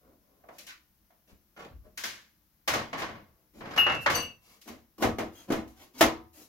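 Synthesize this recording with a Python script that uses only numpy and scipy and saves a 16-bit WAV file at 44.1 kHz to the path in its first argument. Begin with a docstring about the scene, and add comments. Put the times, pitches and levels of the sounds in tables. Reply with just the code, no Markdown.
"""Removal of a steel computer side panel

The panel is worked loose and slid off on a workbench in a small room, heard by two ports a hand's width apart.
Blows of tool, hands and steel excite cracks, diffuse ringing and bending modes; rubs are trains of tiny slips.
Stick-slip makes the tight panel squeal as it jerks out; the loose sheet then clunks hollowly on the frame.
Soft bumps and blows shake the bench top, over faint room rumble and microphone hiss."""
import sys
import numpy as np
from scipy import signal
from scipy.fft import rfft, irfft
from scipy.io import wavfile
from scipy.ndimage import uniform_filter1d

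SR = 44100
rng = np.random.default_rng(int(sys.argv[2]) if len(sys.argv) > 2 else 0)


def store_wav(level_fs):
    """Save 16-bit WAV to argv[1]."""
    pcm = np.round(np.clip(np.atleast_2d(level_fs), -1, 1) * 32767)
    wavfile.write(sys.argv[1], SR, pcm.T.astype(np.int16))


N = 285768
SIZE = 32768  # samples in one contact's sound
T, HZ = np.arange(SIZE) / SR, np.fft.rfftfreq(SIZE, 1 / SR)
FREED_S = 4.5  # the panel leaves its catches
FIRM_DB = -30  # clang level of a firm blow

# Blows on the case and panel, relative levels:
# start_s, clang_db, hardness_db_per_octave, kind
BLOWS = [(0.437, -65.5, -1.5, "tap"), (0.486, -52, 0.3, "tap"), (0.583, -57.5, 0.95, "tick"),
         (0.666, -55, -0.5, "tick"), (1.103, -68, 2.5, "tap"), (1.575, -58.5, 2.2, "tap"),
         (1.974, -44.5, 0.7, "drop"), (2.036, -38.5, -0.3, "drop"), (2.676, -30, 2.06, "clack"),
         (2.681, -30.5, -1, "jerk"), (2.736, -30.5, -0.5, "clack"), (2.79, -41.5, -1, "knock"),
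         (2.929, -35.5, -0.04, "knock"), (2.981, -42.5, -0.9, "clack"), (3.018, -34.5, 0.9, "knock"),
         (3.09, -45, -1, "knock"), (3.151, -53.5, -1, "knock"), (3.606, -45.5, -2.5, "knock"),
         (3.656, -46, -1, "knock"), (3.708, -47, 1.5, "knock"), (3.761, -38, -1, "clack"),
         (3.775, -26, 2.6, "jerk"), (3.864, -25, -0.9, "jerk"), (3.896, -28, 0, "jerk"),
         (4.0605, -20, 0.8, "jerk"), (4.099, -31, -0.2, "clack"), (4.613, -66.5, 1.5, "tick"),
         (4.675, -50, 1.5, "clunk"), (5.023, -29, -0.6, "clunk"), (5.032, -32, 1, "boom"),
         (5.184, -35, -1.57, "clunk"), (5.502, -37, 0.5, "boom"), (5.519, -35, -0.5, "clunk"),
         (5.563, -49, 0, "boom"), (5.675, -67, 5, "clunk"), (6.008, -18.5, 0.86, "clunk"),
         (6.022, -29.5, -1.2, "clack")]
# Kinds of blow. tick: tool tip on steel; tap: dull touch on the case; drop: tool put down; clack: steel meets
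# steel; knock: case rocks and rattles; jerk: panel jumps in its catches; clunk: loose sheet hits the frame;
# boom: loose sheet flexes. Columns, with the first four relative to the clang and t60 nominal:
# boom_db, body_db, edge_db, fizz_db, ring_t60_s, crack_db, panel_modes_db, struck_note_hz, bench_thud_db
BLOW_KINDS = {"tick": (-12, -6, 7.5, 5, .23, -5, -13, 2600, -75),
              "tap": (-9, 9, -18, -21, .2, 1, -3, 700, -66),
              "drop": (-15, -8, 3.5, -3, .43, -3, -4, 1580, -58),
              "clack": (-8, 0, -3, -12, .39, -3, -5, 1140, -47),
              "knock": (-2.5, .5, -9, -25, .32, -2, -11, 1050, -48),
              "jerk": (-16, -3, -16, -34, .36, -1, -14, 1350, -44),
              "clunk": (-2, 4, -5.5, -9, .3, -5, -3, 630, -46),
              "boom": (4, 8, -10, -16, .29, -7, 4, 270, -47)}
RING_LOSS = 0.16  # dB of ring time lost per dB that a blow is heavier than a firm one


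def blows(wash_db=2, crack_db=3, modes_db=-18, note_db=5, note_width=0.17, ripple_db=2.5):
    """Impact excitation: a blow cracks, rings sheet and room, and bends the panel; heavy blows die away faster."""
    out = np.zeros((2, N))
    crowd_db = ripple_db * ripple()
    for s, clang_db, hardness, kind in BLOWS:
        *tints, t60, hard_db, bend_db, note_hz, _ = BLOW_KINDS[kind]
        struck_spot_db = note_db * hump(note_hz, note_width * note_hz)
        gain = colour(s, clang_db, tints, hardness) * amp(crowd_db + struck_spot_db)
        ring_t60 = t60 * amp(RING_LOSS * (FIRM_DB - clang_db))
        strike = amp(wash_db) * wash(ring_t60) + amp(crack_db + hard_db) * crack(s)
        coloured_strike = irfft(rfft(strike) * causal(gain))
        add(out, s, coloured_strike + amp(modes_db + bend_db) * bending(gain))
    return out


def crack(s, held_lead_s=.00017, free_lead_s=.00007, peak_s=0.0033, scatter=0.68):
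    """Direct sound and first bounces off the bench: a brief chatter whose direct part reaches the left port first."""
    envelope = T / peak_s * np.exp(1 - T / peak_s)
    burst, *bounces = rfft(rng.standard_normal((3, SIZE)) * envelope)
    lead_s = held_lead_s if s < FREED_S else free_lead_s
    direct = np.array([burst, burst * np.exp(-2j * np.pi * HZ * lead_s)])
    treble = HZ / np.hypot(HZ, 600)
    pair = direct + scatter * treble * np.array(bounces)
    return irfft(pair * treble * amp(np.outer([.5, -.5], read(BALANCE, HZ))))


# Frequency dependence of the damping: frequency_hz, ring_time_factor
DAMPING = [(80, 1.1), (300, 1.046), (1000, 0.79), (3000, 0.93), (7000, 0.8), (14000, 0.66)]


def wash(t60, build_cycles=2.83, build_s=0.0023, bend=1.074):
    """Diffuse field: countless modes and echoes after one click; the bass builds up slowly and dies last."""
    noise, out = diffuse(HZ), np.zeros((2, SIZE))
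    centres = np.geomspace(120, 12000, 6)
    for hz, share in zip(centres, np.eye(len(centres))):
        band = irfft(noise * np.interp(np.log(HZ + 1), np.log(centres), share))
        rise = 1 - np.exp(-T / (build_s + build_cycles / hz))
        band_t60 = t60 * read(DAMPING, hz)
        out += band * rise * np.exp(-np.log(1000) * (T / band_t60) ** bend)
    return out


# Bending modes of the panel, relative levels: pitch_hz, level_db, t60_s
PANEL = [(230.9, -2.5, 0.47), (279.3, -3, 0.13), (322.7, 2.5, 0.39), (338.5, -7.5, 0.61), (406.4, 0, 0.35),
         (472.6, -1, 0.33), (526.5, -1.5, 0.19), (619, -7.5, 0.14), (666.8, -1.5, .25), (739, -10, 0.51),
         (835, -12.5, 0.1), (913, -11.5, 0.47), (1008, -6.5, 0.42), (1140, -11.5, 0.55), (1250, -7, 0.44),
         (1317, -3, 0.3), (1507, -2.5, 0.12), (1630, -5, 0.1), (2200, -7, 0.14)]


def bending(gain, spread_db=1.73, build_s=0.0016):
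    """Modal superposition: each panel mode is as strong as the contact is at its pitch."""
    out = np.zeros((2, SIZE))
    for (hz, db, t60), (size, side, turn) in zip(PANEL, rng.standard_normal((len(PANEL), 3))):
        # phase of the right port relative to the left
        apart = side * np.sqrt(2 * max(1 - read(ALIKE, hz), 0))
        ring = amp(db + spread_db * size) * np.interp(hz, HZ, gain) * np.exp(-np.log(1000) * T / t60)
        out += ring * np.sin(2 * np.pi * (hz * T + turn) + np.array([[0], [apart]]))
    return out * (1 - np.exp(-T / build_s))


# Bands describing a contact, in the order clang, boom, body, edge, fizz: from_hz, to_hz
BANDS = [(1000, 2400), (100, 400), (400, 1000), (3200, 7000), (8000, 15000)]
# Colour of the crowd of higher modes and room echoes: frequency_hz, level_db
SHEET = [(30, -10.5), (80, -8.5), (150, -7.5), (220, -3), (320, -2.5), (450, -3), (650, -2), (1150, -3.5),
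         (2200, -1.5), (3600, -2.5), (6700, -1), (8300, -8), (12000, 0), (16000, -6.5)]
# Case resonances with the panel in its catches, and with it free: pitch_hz, width_hz, level_db
HELD_CASE = [(175, 74, 5.5), (403, 26, -6), (577, 54, 0.5), (860, 150, -1.5), (1124, 100, 4.5),
             (1658, 43, 1), (2300, 170, 0.5)]
FREE_CASE = [(245, 49, 2.5), (300, 37, 4), (365, 33, 3), (591, 42, -3), (680, 38, -1.5), (777, 37, 3),
             (1140, 170, 3)]


def colour(s, clang_db, tints, hardness):
    """Source-filter principle: kind and hardness set a contact's spectrum; sheet and case resonances shape it."""
    lo, hi = np.transpose(BANDS)
    centres = np.sqrt(lo * hi)
    tilt_db = hardness * np.log2(centres / centres[0])
    bandwidth_db = 10 * np.log10((hi - lo) / (SR / 2))
    density_db = clang_db + np.r_[0, tints] + tilt_db - bandwidth_db
    resonances = HELD_CASE if s < FREED_S else FREE_CASE
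    case_db = sum(db * hump(hz, width) for hz, width, db in resonances)
    return amp(read(sorted(zip(centres, density_db)), HZ) + read(SHEET, HZ) + case_db)


def causal(gain):
    """Causality: the minimum-phase response of a gain curve, so that nothing sounds before the contact."""
    cepstrum = irfft(np.log(gain + 1e-9))
    cepstrum[1:SIZE // 2] *= 2
    cepstrum[SIZE // 2 + 1:] = 0
    return np.exp(rfft(cepstrum))


def hump(hz, width):
    """Resonance: a bell-shaped peak, given its full width at half height."""
    return 1 / (1 + (2 * (HZ - hz) / width) ** 2)


def ripple(width_hz=45):
    """Modal overlap: the crowd of high modes gives fine peaks and gaps that blur together in the treble."""
    knots = np.arange(0, SR / 2, width_hz)
    depth = np.clip(HZ / 1000 - .5, 0, 1) / np.sqrt(1 + (HZ / 5000) ** 2)
    return depth * np.interp(HZ, knots, rng.standard_normal(SIZE)[:len(knots)])


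# Rubs, relative levels: start_s, length_s, clang_db, hardness_db_per_octave, kind
RUBS = [(0.009, 0.13, -73.5, -1, "brush"), (0.197, 0.25, -79, 0, "brush"), (0.506, .13, -65.5, -2, "slide"),
        (0.668, .044, -44, -0.9, "scratch"), (1.268, .06, -65.5, -2.5, "slide"),
        (1.561, 0.099, -47.5, -1.5, "scrape"), (1.832, 0.043, -68, 0.5, "brush"),
        (2.967, 0.037, -37.5, 0.5, "scrape"), (3.279, 0.22, -82, 1, "brush"),
        (3.534, 0.091, -63.5, 0.5, "drag"), (3.622, 0.15, -46, -2.2, "scrape"),
        (3.912, 0.039, -37.5, -0.5, "scrape"), (4.002, .037, -58, 1.5, "slide"),
        (4.111, 0.081, -33, 0.2, "scrape"), (4.413, 0.16, -65.5, 0, "slide"),
        (4.649, 0.032, -63, 1, "drag"), (4.674, 0.022, -50.5, -1.9, "slide"),
        (4.98, 0.078, -49, .5, "drag"), (5.313, .14, -63, 0, "slide"), (5.475, 0.039, -54, -1.5, "drag"),
        (5.76, 0.095, -60, -0.74, "slide"), (5.935, 0.061, -56.5, -2, "slide"),
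        (5.977, .035, -47.5, 0, "slide"), (6.326, 0.13, -68, 3.6, "slide"), (6.33, 0.11, -69, 1.5, "brush")]
# Kinds of rub. brush: hand and sleeve on the case; scratch: tool tip; scrape: steel under load;
# drag: the sheet bows as it is pulled; slide: light gliding contact. Levels relative to the clang:
# boom_db, body_db, edge_db, fizz_db, slips_per_s
RUB_KINDS = {"brush": (14.5, 13.5, -9.5, -8, 2505), "scratch": (-28.5, -26, -4.5, -18.5, 400),
             "scrape": (-5, -0.5, -7.5, -15.5, 220), "drag": (21.5, 11, -1.5, -3, 600),
             "slide": (3, 2, 2.9, 2.3, 2400)}


def rubs(uneven_db=4, t60=0.35, level_db=1, direct_db=3, modes_db=-28, ripple_db=1.0, grip=0.59):
    """Friction as random slips, sparse on steel and dense under a hand, each ringing the case like a faint blow."""
    out = np.zeros((2, N))
    crowd = amp(ripple_db * ripple())
    for s, length, clang_db, hardness, kind in RUBS:
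        *tints, slips_per_s = RUB_KINDS[kind]
        gain = colour(s, clang_db, tints, hardness) * crowd
        sizes = amp(uneven_db * np.minimum(rng.exponential(1, SIZE), 3))
        slips = (rng.random(SIZE) < slips_per_s / SR) * sizes
        pressure = np.sin(np.pi * np.minimum(T / length, 1)) + grip * (T < length)
        slips *= rng.choice([-1, 1], SIZE) * pressure
        # equal mean power however dense the slips
        slips *= np.sqrt(length * SR / (np.sum(slips ** 2) + 1e-9))
        ring = wash(t60) + amp(direct_db) * crack(s)
        response = rfft(ring) * causal(gain) + rfft(amp(modes_db) * bending(gain))
        rub = irfft(rfft(slips) * response) / np.sqrt(np.sum(ring ** 2) / 2)
        add(out, s, amp(level_db) * rub)
    return out


# Squeals, relative levels: start_s, driven_s, choked_after_s, level_db, roughness_at_3_khz, part
SQUEALS = [(3.776, 0.029, 0.7, -20, 0.12, "low tab"), (4.139, 0.1, 0.21, -40.5, 0.45, "low tab"),
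           (4.142, 0.021, 0.3, -34.5, 0.37, "high tab"), (5.345, .07, .25, -67, 1.65, "rim")]
# Modes of the steel parts (low tab, high tab, rim) that friction sets singing, relative levels:
# pitch_hz, level_db, t60_s, left_minus_right_db, left_lead_rad
TABS = {"low tab": [(2689, -8.5, .85, -4, .8), (2862, 0, .41, 6, -.9), (10475, -33, .2, 5, -.7),
        (12022, -20, .17, 14, 2), (14036, -36, .2, 14, -.5)], "high tab": [(4519, -1.5, .29, 7, 1),
        (4548, -10, .35, 5, 0), (6042, 0, .29, 7, .4), (7733, -14, .33, -7, -1.5), (9283, -19, .2, 4, 0),
        (9549, -11, .26, 10, .5), (10831, -16, .25, 13, -2), (12021, -7, .24, 8, 1.8),
        (13370, -20, .2, 10, 0)], "rim": [(3230, 0, .2, 4, 0), (6450, -6, .2, 4, 0),
        (14250, -11, .2, 6, 0)]}


def squeals(level_db=1.0, rise_s=0.012, spread_hz=40, sharp=0.035, settle_s=.006):
    """Stick-slip pumps a part's modes up; they ring down as tones until the moving panel chokes them."""
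    out = np.zeros((2, N))
    swell = np.sin(np.pi / 2 * np.minimum(T / rise_s, 1)) ** 2
    for s, driven, choke_s, drive_db, roughness, part in SQUEALS:
        for hz, db, t60, side_db, lead in TABS[part]:
            ring_down = np.log(1000) * np.maximum(T - driven, 0) / t60
            level = swell * np.exp(-ring_down - (T / choke_s) ** 6)
            # uneven slips and echoes make the tone flutter, the high modes most, differently at each port
            rough = roughness * np.sqrt(hz / 3000)
            half_width_hz = 15 + spread_hz * abs(rough)
            flutter = unit(irfft(diffuse(HZ) / (1 + ((HZ - hz) / half_width_hz) ** 4)))
            # contact stiffens the part, so the pitch starts slightly sharp and settles
            turns = hz * (T + sharp * settle_s * (1 - np.exp(-T / settle_s)))
            tone = np.sqrt(2) * np.sin(2 * np.pi * turns + np.array([[lead], [0]]))
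            ports = unit(amp([[side_db / 2], [-side_db / 2]]))
            add(out, s, amp(drive_db + db + level_db) * level * ports * (tone + rough * flutter))
    return out


# Soft bumps against the bench, relative levels: start_s, level_db, pitch_hz, t60_s
THUDS = [(1.315, -51.5, 60, 0.29), (1.701, -46.5, 80.5, 0.35), (1.742, -46.5, 53.6, 0.52),
         (5.035, -33.5, 96, .45)]
# bench response to the blows: delay, ring time and pitch with the panel held or free
THUD_LAG_S, THUD_T60_S, THUD_HELD_HZ, THUD_FREE_HZ = .015, .6, 100, 75.6
THUD_GROWTH = .5  # dB of bench thud gained per dB of blow


def thuds(width=0.46, level_db=3):
    """Structure-borne sound: soft bumps and blows shake the bench top, lower after blows once the panel is free."""
    out = np.zeros((2, N))
    shakes = []
    for s, clang_db, _, kind in BLOWS:
        db = BLOW_KINDS[kind][-1] + THUD_GROWTH * (clang_db - FIRM_DB)
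        hz = THUD_HELD_HZ if s < FREED_S else THUD_FREE_HZ
        shakes.append((s + THUD_LAG_S, db, hz, THUD_T60_S))
    for s, db, hz, t60 in THUDS + shakes:
        rumble = unit(irfft(diffuse(HZ) / (1 + (np.log((HZ + 1) / hz) / width) ** 4)))
        envelope = (1 - np.exp(-T / 0.015)) * np.exp(-np.log(1000) * T / t60)
        add(out, s, amp(db + level_db) * rumble * envelope)
    return out


# Spectrum of the still room and microphone hiss: frequency_hz, relative_density_db_per_hz
FLOOR = [(15, -33), (25, -2.5), (64, 5.5), (99, -4), (216, -2), (269, -12.5), (307, -2.5), (382, -13.5),
         (1510, -16), (2660, -20), (4100, -20), (5670, -18), (8490, -28), (12100, -13.5), (15800, -14.5)]


def floor(level_db=-64):
    """Stationary coloured noise: faint room rumble and microphone hiss."""
    hz = np.fft.rfftfreq(N, 1 / SR)
    return amp(level_db) * unit(irfft(diffuse(hz) * amp(read(FLOOR, hz)), N))


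# Likeness of the two ports in a diffuse field: frequency_hz, correlation (0 to 1)
ALIKE = [(100, 0.74), (280, 0.98), (560, 0.53), (1000, 0.18), (1700, 0.2), (4000, 0.091), (12000, 0.055)]
# Level difference of the ports: frequency_hz, left_minus_right_db
BALANCE = [(200, 2), (2000, 0), (4000, -1), (6000, 6.5), (13000, 5.5)]


def diffuse(hz):
    """Spatial coherence: spectrum of white noise from all sides, on which the ports agree in the bass only."""
    a, b, c, d = rng.standard_normal((4, len(hz))) * np.sqrt(len(hz))
    left, other = a + 1j * b, c + 1j * d
    alike = np.clip(read(ALIKE, hz), 0, 1)
    pair = np.array([left, alike * left + np.sqrt(1 - alike ** 2) * other])
    return pair * amp(np.outer([.5, -.5], read(BALANCE, hz)))


def read(points, hz):
    """Logarithmic pitch scale: reads a table of (frequency_hz, value) on a log-frequency axis."""
    f, value = np.transpose(points)
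    return np.interp(np.log(hz + 1), np.log(f + 1), value)


def amp(db):
    """Logarithmic level scale: decibels to amplitude gain."""
    return 10 ** (np.asarray(db) / 20)


def unit(x):
    """Mean power: scales to an rms of one."""
    return x / np.sqrt(np.mean(x ** 2) + 1e-20)


def add(mix, s, sound):
    """Linear superposition: mixes a stereo sound in at time s."""
    part = mix[:, max(round(s * SR), 0):][:, :sound.shape[-1]]
    part += sound[..., :part.shape[1]]


def suppress(x, depth_db=6, knee_db=9, soft_db=13.5):
    """Spectral noise suppression: bands near their own quiet level are turned down, which cuts the tails short."""
    z = signal.stft(x, nperseg=512, noverlap=384)[2]
    power = (abs(z) ** 2).mean(0)
    power = uniform_filter1d(uniform_filter1d(power, size=9, axis=0), size=5, axis=1)
    level = 10 * np.log10(abs(power) + 1e-20)
    over_db = level - np.percentile(level, 10, axis=1, keepdims=True)
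    cut_db = depth_db * (1 - np.tanh((over_db - knee_db) / (2 * soft_db))) / 2
    return signal.istft(z * amp(-cut_db), nperseg=512, noverlap=384)[1][:, :N]


def scene():
    """Linear superposition of all the sounds at the two ports."""
    return blows() + rubs() + squeals() + thuds() + floor()


def record(dry, cut_hz=15950):
    """Noise suppression, then band limiting by a linear-phase low-pass filter."""
    low_pass = signal.firwin(511, cut_hz, window=("kaiser", 9), fs=SR)
    return signal.oaconvolve(suppress(dry), low_pass[None], "same")


dry = scene()
out = record(dry)
store_wav(out)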